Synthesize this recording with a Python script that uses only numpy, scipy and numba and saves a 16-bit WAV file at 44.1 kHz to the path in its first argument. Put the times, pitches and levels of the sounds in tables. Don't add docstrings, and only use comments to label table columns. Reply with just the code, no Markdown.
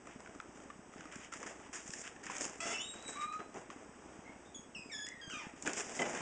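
import sys
import numpy as np
from scipy import signal
from scipy.fft import rfft, irfft, next_fast_len
from scipy.io import wavfile
from scipy.ndimage import uniform_filter1d
from numba import njit

SR = 44100
rng = np.random.default_rng(int(sys.argv[2]) if len(sys.argv) > 2 else 0)


def ratio(d):
    e = np.asarray(d, float) / 20
    return 10 ** e


def generate_wav(sig):
    pcm = np.round(np.clip(np.atleast_2d(sig).T, -1, 1) * 32767).astype(np.int16)
    wavfile.write(sys.argv[1], SR, pcm)


N = 273887
HALF_RATE_HZ = 8000
SETTLE_S = 0.012

# (centre [Hz], width [Hz], level [dB])
DULL_RUB = [(252, 260, 7), (405, 290, 12.5), (710, 396, 10), (914.4, 210, -5.5)]
RUSTLE = [(1460, 1000, 11.8), (1900, 570, 5.2), (2840, 2080, 9.9)]
BRIGHT_CRACKLE = [(5280, 2650, 4), (7200, 2200, 5.5), (7400, 2100, 0)]
# (frequency [Hz], gain [dB])
INLET = [(2500, -1), (3300, -5.5), (3900, -13), (4120, -26), (4230, -29.5), (4400, -16.5), (4700, -9.5),
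         (5200, -3.5), (6500, 1.5)]


def unit(x):
    return x / np.sqrt(np.mean(x ** 2) + 1e-30)


def shape_db(points, hz):
    point_hz, point_db = np.array(points).T
    return np.interp(np.log(np.maximum(hz, 1)), np.log(point_hz), point_db)


def colour(x, points):
    size = next_fast_len(len(x))
    hz = np.arange(size // 2 + 1) * SR / size
    return irfft(rfft(x, size) * ratio(shape_db(points, hz)), size)[:len(x)]


def band(hz, centre_hz, width_hz):
    return 1 / (1 + ((hz - centre_hz ** 2 / hz) / width_hz) ** 2) ** 2


def body(x, modes):
    size = next_fast_len(len(x))
    hz = np.arange(1, size // 2 + 2) * SR / size
    power = sum(ratio(db) ** 2 * band(hz, centre_hz, width_hz) for centre_hz, width_hz, db in modes)
    gain = np.sqrt(power) * ratio(shape_db(INLET, hz))
    return unit(irfft(rfft(x, size) * gain, size)[:len(x)])


def walk(rate_hz, size=N):
    hold = int(SR / rate_hz)
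    steps = np.repeat(rng.standard_normal(size // hold + 1), hold)
    return 1.41 * uniform_filter1d(uniform_filter1d(steps, hold), hold)[:size]


def ring(hz, t60_s, size):
    t = np.arange(size) / SR
    return np.sin(2 * np.pi * hz * t) * 1000. ** (-t / t60_s) * (1 - np.exp(-t / 0.00079))


def add(out, s, x):
    i = int(s * SR)
    out[i:i + len(x)] += x[:N - i]


def cloth():
    # (time [s], length [s], rustle level [dB], crackle over rustle [dB])
    nibbles = [(0.331, 0.03, -65, -4), (1.11, 0.14, -56.5, -6), (1.316, 0.046, -52.5, -3),
               (1.725, 0.04, -49, 2), (1.784, 0.1, -64, 7), (1.94, 0.096, -58.5, -4),
               (2.04, 0.037, -53, -1.5), (2.228, 0.1, -54.5, -5.5), (3.032, 0.012, -57.5, -3),
               (3.12, 0.049, -53, -5.5), (3.207, 0.031, -53, -4.5), (3.322, 0.018, -57.5, -1)]
    paws = [(0.05, 0.094, -63, -7), (1.393, 0.044, -55, -4.5), (1.459, 0.051, -51.5, -4),
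            (1.548, 0.13, -63, -6), (2.297, 0.035, -53, 2), (2.404, 0.038, -49.5, 10.5),
            (2.459, 0.051, -61, 5), (2.522, 0.086, -65, 1.5), (2.65, 0.11, -52, 3.5),
            (2.931, 0.088, -60, -3), (3.081, 0.022, -56.5, 1), (3.703, 0.012, -55, -7.5),
            (5.558, 0.064, -64, -3.5), (5.618, 0.006, -58.5, 7), (5.654, 0.051, -46.5, -6.5),
            (5.823, 0.22, -54, 3), (6.155, 0.049, -48.5, -6.5)]
    drags = [(0.186, 0.13, -69, -1.5), (0.544, 0.099, -70, 0), (2.096, 0.12, -69, -1.5),
             (3.388, 0.025, -57, -22), (3.542, 0.058, -58.5, -4.5), (3.616, 0.096, -71.5, -15),
             (3.758, 0.09, -70.5, -3), (4.273, 0.082, -67, -32), (1.47, 0.045, -64, -8),
             (5.991, 0.038, -47, -8), (6.053, 0.11, -51, -0.3)]
    pulls = [
        (0.913, 0.096, -64.5, -6.5),
        (1.013, 0.08, -65.5, -7.5),
        (1.855, 0.16, -62, 8),
        (2.33, 0.07, -53.5, 3),
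        (5.731, 0.075, -49.5, 4.5),
    ]
    # (dull rub over rustle [dB], swell over the stroke [dB])
    kinds = [(nibbles, (-10.5, 0.1)), (paws, (0.9, -1.7)), (drags, (8.1, -3.1)), (pulls, (-1, 7.3))]
    tail_s = 0.098

    clicks = (rng.random(N) < 3000 / SR) * rng.standard_normal(N)
    clicks *= ratio(2.2 * rng.exponential(size=N))
    drive = ratio(1.2 * walk(90)) * (unit(clicks) + rng.standard_normal(N))
    rustle = unit(sum(ratio(mode[2] + 3 * walk(30)) * body(drive, [mode]) for mode in RUSTLE))
    rub = body(drive, DULL_RUB) * ratio(1.5 * walk(40))
    crackle = body(drive, BRIGHT_CRACKLE) * ratio(1.5 * walk(40))

    power = np.zeros((3, N))
    strokes = [tuple(row) + kind for rows, kind in kinds for row in rows]
    for s, length_s, db, crackle_db, rub_db, swell_db in strokes:
        end_s = length_s + tail_s
        t = np.arange(int(end_s * SR)) / SR
        stroke_db = np.interp(t, [0, .005, length_s, end_s], [-30, -swell_db / 2, swell_db / 2, -30])
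        for layer, relative_db in zip(power, (0, rub_db, crackle_db)):
            add(layer, s, ratio(db + relative_db + stroke_db) ** 2)
    return np.sum(np.sqrt(power) * [rustle, rub, crackle], axis=0)


def hits():
    # (time [s], peak [dB], ring [Hz], crack over ring [dB])
    clicks = [(0.411, -49, 900, -3), (0.573, -49.5, 1560, -3.5), (1.124, -41, 1580, -7),
              (1.157, -38, 1600, -0.5), (1.337, -36.5, 1240, -3.5), (1.429, -34.5, 1150, -7),
              (1.891, -53.5, 1265, 5), (1.905, -46.5, 2590, 10), (1.936, -33, 1760, 1.5),
              (2.238, -42, 1840, -0.5), (2.266, -35, 1760, -4.5), (2.257, -51, 1900, 6.5),
              (2.367, -44, 1800, 10.5), (2.383, -45.5, 2400, 9.5), (2.419, -43.5, 2180, 8),
              (2.445, -38, 2680, 3), (3.025, -45, 1830, 1.5), (3.08, -42, 2330, 0.6), (3.14, -49, 1240, 1),
              (5.067, -38, 1820, 0.5), (5.087, -44, 1980, 6.5), (5.624, -45.5, 2420, 9),
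              (5.733, -39.5, 2130, 10.5), (1.878, -48, 1820, 5.5)]
    knocks = [(0.071, -37, 1270, -14), (0.204, -39.5, 988, -12), (0.26, -38, 1520, -19),
              (0.274, -38.5, 1470, -23), (0.401, -28.5, 1330, -39), (0.602, -44, 1360, -18),
              (0.937, -40, 1280, -22), (1.008, -37, 1500, -9.5), (1.666, -42.5, 1110, -29),
              (1.733, -48.5, 1420, -29.5), (2.299, -25.5, 1030, -21), (3.208, -36.5, 1200, -14),
              (3.326, -38, 1269, -11), (3.403, -35, 1326, -30), (3.702, -32.5, 1150, -20),
              (5.299, -33, 1490, -11), (5.666, -30.5, 1720, -7), (5.675, -21, 1590, -7.5),
              (5.686, -35, 1520, -11), (5.806, -28.5, 1670, -12.5)]
    thuds = [
        (0.349, -44.5, 1240, -8.5),
        (1.055, -41.5, 1240, -12.5),
        (2.163, -43, 1780, -25),
        (2.408, -33.5, 1760, -9),
        (3.543, -44.5, 1230, -6),
        (4.3, -46.5, 880, -32),
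        (5.65, -37.5, 900, -14),
        (5.679, -29.5, 1500, -25),
        (6.206, -35, 980, -9.5),
    ]
    buckles = [
        (0.701, -38, 1176, -25.5),
        (1.324, -39, 1370, -7),
        (2.039, -44, 1750, -4),
        (2.939, -44, 1600, -17),
        (5.992, -27, 2050, -25),
        (6.019, -25, 2020, -17),
        (6.149, -36, 1610, -4.5),
    ]
    # (thud over ring [dB], decay t60 [s])
    kinds = [(clicks, (-32, 0.025)), (knocks, (-29.5, 0.019)), (thuds, (-2, 0.029)), (buckles, (-15.5, 0.053))]

    out, size = np.zeros(N), SR // 8
    t = np.arange(size) / SR
    blows = [tuple(row) + kind for rows, kind in kinds for row in rows]
    for s, db, hz, crack_db, thud_db, t60_s in blows:
        noise = rng.standard_normal(size)
        fade = 1000. ** (-t / t60_s)
        neighbour_hz = 1.5 * hz
        knock = 0.91 * ring(hz, 0.77 * t60_s, size)
        knock += 0.41 * ratio(shape_db(INLET, neighbour_hz)) * ring(neighbour_hz, 0.83 * t60_s, size)
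        knock += 0.16 * body(noise, RUSTLE) * fade
        crack = 0.84 * body(noise, BRIGHT_CRACKLE) * fade ** 1.9
        thud = ring(287, 0.045, size) + 0.65 * ring(540, 0.02, size)
        add(out, s, ratio(db) * (knock + ratio(crack_db) * crack + ratio(thud_db) * thud))
    return out


def hinge(squeals, grip):
    # (frequency [Hz], gain [dB])
    panel = [(600, 3), (1200, -2.5), (1800, 0.5), (2600, 1.5), (3200, 2), (5000, 1), (7000, 0.6)]
    uneven, second_db, fall_db, follow, scrape_db = grip
    flutter_db = 1.23 + 80 * uneven
    out = np.zeros(N)
    for rows in squeals:
        s, hz, db = np.transpose(rows)
        t = np.arange(s[0], s[-1], 1 / SR)
        hz, db = np.interp(t, s, hz), np.interp(t, s, db)
        peak_db = db.max()
        waver = uneven + 0.0082 * np.exp(-(t - s[0]) / SETTLE_S)
        phase = 2 * np.pi * np.cumsum(hz * (1 + waver * walk(300, len(t)))) / SR

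        overtone_db = peak_db + follow * (db - peak_db) + second_db
        partials = [db] + [overtone_db + fall_db * k for k in range(11)]
        tone = np.zeros(len(t))
        for k, partial_db in enumerate(partials, 1):
            heard_db = partial_db + shape_db(INLET, k * hz) + shape_db(panel, k * hz)
            level = np.sqrt(2) * ratio(heard_db + flutter_db * walk(123.3, len(t)))
            tone += level * np.sin(k * phase) * (k * hz < HALF_RATE_HZ)

        gated_noise = (1 + np.cos(phase)) * rng.standard_normal(len(t))
        scrape = body(gated_noise, DULL_RUB + RUSTLE + BRIGHT_CRACKLE)
        scrape *= ratio(scrape_db + (db + peak_db) / 2)
        edge = np.minimum(np.minimum(t - s[0], s[-1] - t) / 0.00089, 1)
        add(out, s[0], edge * (tone + scrape))
    return out


def jerks(rows, fade_db_s):
    catch_s = 0.004
    for s, length_s, first_hz, settled_hz, db in rows:
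        t = np.arange(0, length_s, .001)
        hz = settled_hz + (first_hz - settled_hz) * np.exp(-t / SETTLE_S)
        drop_db = np.maximum(6 * (1 - t / catch_s), fade_db_s * (t - catch_s))
        yield np.c_[s + t, hz, db - drop_db]


def door():
    # (time [s], slip rate [Hz], level [dB])
    groan = [
        (2.603, 627, -63),
        (2.62, 674, -52),
        (2.67, 675, -50),
        (2.7, 672, -55),
        (2.735, 722, -55),
    ]
    squeals = [
        [(2.735, 2660, -39), (2.77, 2677, -47.5), (2.795, 2905, -40.5)],
        [(2.795, 3425, -49), (2.81, 3422, -43.5), (2.822, 3620, -38)],
    ]
    whistles = [
        [(2.822, 3670, -42), (2.87, 3790, -42.5), (2.9, 3747, -38.5), (2.94, 3810, -47), (2.96, 3800, -62),
         (3.015, 3860, -50.5)],
        [(3.018, 4020, -52.5), (3.04, 3906, -48), (3.09, 3863, -38), (3.16, 3890, -50), (3.21, 3823, -44.5),
         (3.26, 3874, -53), (3.35, 4010, -54.5), (3.42, 4010, -61), (3.48, 4030, -69)],
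    ]
    lower_squeals = [
        [(2.72, 3030, -56), (2.75, 2960, -43), (2.78, 2946, -60.5), (2.805, 2944, -33.5), (2.83, 3260, -60)],
        [(3.155, 1136, -48.5), (3.18, 1157, -38), (3.197, 1214, -42.5), (3.225, 1191, -35.5),
         (3.3, 1221, -44.5), (3.33, 1259, -40), (3.398, 1240, -57)],
    ]
    # (time [s], length [s], first slip rate [Hz], settled slip rate [Hz], level [dB])
    squeaks = [
        (4.25, .08, 1930, 2190, -53),
        (4.45, .08, 3540, 3680, -58.5),
        (4.897, .02, 2490, 1980, -50),
        (5.072, 0.059, 1884, 2086, -48),
    ]
    chirps = [
        (4.545, 0.034, 3376, 3320, -45),
        (4.748, 0.2, 2945, 2505, -43.5),
    ]
    whine_jerk = [
        (4.915, .153, 1977, 1705, -47),
    ]
    last_jerk = [
        (5.213, 0.13, 1660, 1598, -55),
    ]
    # (time [s], slip rate [Hz], level [dB])
    slide = [
        (5.11, 2030, -50),
        (5.142, 1944, -64.5),
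        (5.21, 1820, -54),
    ]
    last_swing = [
        (5.3, 1480, -51),
        (5.35, 1252, -49),
        (5.39, 1144, -52.5),
        (5.425, 944, -53),
        (5.475, 725, -60.5),
        (5.51, 628, -66.5),
    ]
    # (unevenness of the slips [ratio], second partial [dB],
    # fall of each further partial [dB], share of level swings the overtones follow [ratio], scrape [dB])
    grips = dict(groan=(0.0216, -1.5, -0.77, -0.4, 4.5), squeal=(0.0135, -9, -21, 0.8, -12),
             whistle=(0.0063, -10, -20, 1.4, -24), lower=(0.0076, -18, -25, 1.2, -46),
             squeak=(0.0172, -12.5, -11.5, 0.7, -21), chirp=(0.0078, -9, -6, 0.3, -29),
             whine=(0.011, 1.6, -4.5, 0.7, -20.5), last=(0.0044, 7, -7.5, 0.2, -13.5),
             swing=(0.0216, 1.5, -3.5, 1.5, -5.5))

    opening = hinge([groan], grips["groan"]) + hinge(squeals, grips["squeal"])
    opening += hinge(whistles, grips["whistle"]) + hinge(lower_squeals, grips["lower"])
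    closing = hinge([*jerks(squeaks, 201), slide], grips["squeak"])
    closing += hinge(jerks(chirps, 292), grips["chirp"])
    closing += hinge(jerks(whine_jerk, 15), grips["whine"])
    closing += hinge(jerks(last_jerk, 15), grips["last"])
    closing += hinge([last_swing], grips["swing"])
    return opening + closing


@njit
def walls(x, lags, gain, damp):
    line, soft, out = np.zeros((8, 4096)), np.zeros(8), np.zeros(len(x))
    for i in range(len(x)):
        total = 0.
        for k in range(8):
            soft[k] += (1 - damp) * (gain[k] * line[k, (i - lags[k]) & 4095] - soft[k])
            total += soft[k]
        out[i] = soft[0] - soft[1] + soft[2] - soft[3] + soft[4] - soft[5]
        for k in range(8):
            line[k, i & 4095] = x[i] + soft[k] - total / 4
    return out


def room(bag, far_door):
    t60_s, bag_db, door_db = 0.43, -19, -9.5
    lags = np.array([613, 797, 1021, 1213, 1471, 1709, 1979, 2311])
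    sent = ratio(bag_db) * bag + ratio(door_db) * far_door + 1e-18
    return walls(sent, lags, ratio(-60 * lags / SR / t60_s), .38)


def camera():
    # (frequency [Hz], density [dB per Hz])
    hiss_shape = [(25, -17.5), (40, -21), (80, -4.5), (150, -7.5), (290, 2), (480, -1.5), (850, -4),
                  (1300, -7), (2400, -13.5), (3400, -15), (5500, -17.5), (8000, -20.5)]
    # (frequency [Hz], rms level [dB])
    whine = [(59.2, -77), (7828, -73)]
    # (offset [s], ring [Hz], decay t60 [s], peak [dB])
    thumps = [
        (.0593, 261.5, 0.028, -43.5),
        (0.0926, 228, 0.026, -44.5),
    ]
    # (time [s], shift [s])
    clock_slips = [
        (5.0, -.016),
        (5.3, -0.0074),
    ]

    hiss = unit(colour(colour(rng.standard_normal(N), hiss_shape), INLET))
    out = hiss * ratio(-58 + walk(8))
    t = np.arange(N) / SR
    for hz, db in whine:
        out += np.sqrt(2) * ratio(db + 0.5 * walk(6.6)) * np.sin(2 * np.pi * hz * t)
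    ticks = np.arange(int(N / SR * 10)) / 10
    for offset_s, hz, t60_s, db in thumps:
        for tick in ticks:
            late, strength, pitch = rng.standard_normal(3)
            s = tick + offset_s
            s += sum(shift_s for at, shift_s in clock_slips if s > at) + 0.0012 * late
            add(out, s, ratio(db + 3.5 * strength) * ring(hz * (1 + .1 * pitch), t60_s, SR // 20))
    return out


def scene():
    bag, far_door = cloth() + hits(), door()
    return (bag + ratio(-2.5) * far_door + room(bag, far_door) + camera())[None]


def low_pass(x):
    return signal.sosfilt(signal.butter(12, 10130, fs=SR, output="sos"), x)


def record(dry):
    # (frequency [Hz], gain [dB])
    mirror = [(7000, 0.5), (8000, -4), (8600, -10), (9200, -18.5), (9800, -31.5), (10300, -39)]
    size = (N // SR + 1) * SR
    spectrum, fold = rfft(dry[0], size), HALF_RATE_HZ * size // SR
    spectrum[fold + 1:] = 0
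    spectrum[fold + 1:fold + fold // 2] = np.conj(spectrum[fold - 1:fold - fold // 2:-1])
    wide = colour(irfft(spectrum, size)[:N], mirror)
    return low_pass(wide[None])


dry = scene()
out = record(dry)
generate_wav(out)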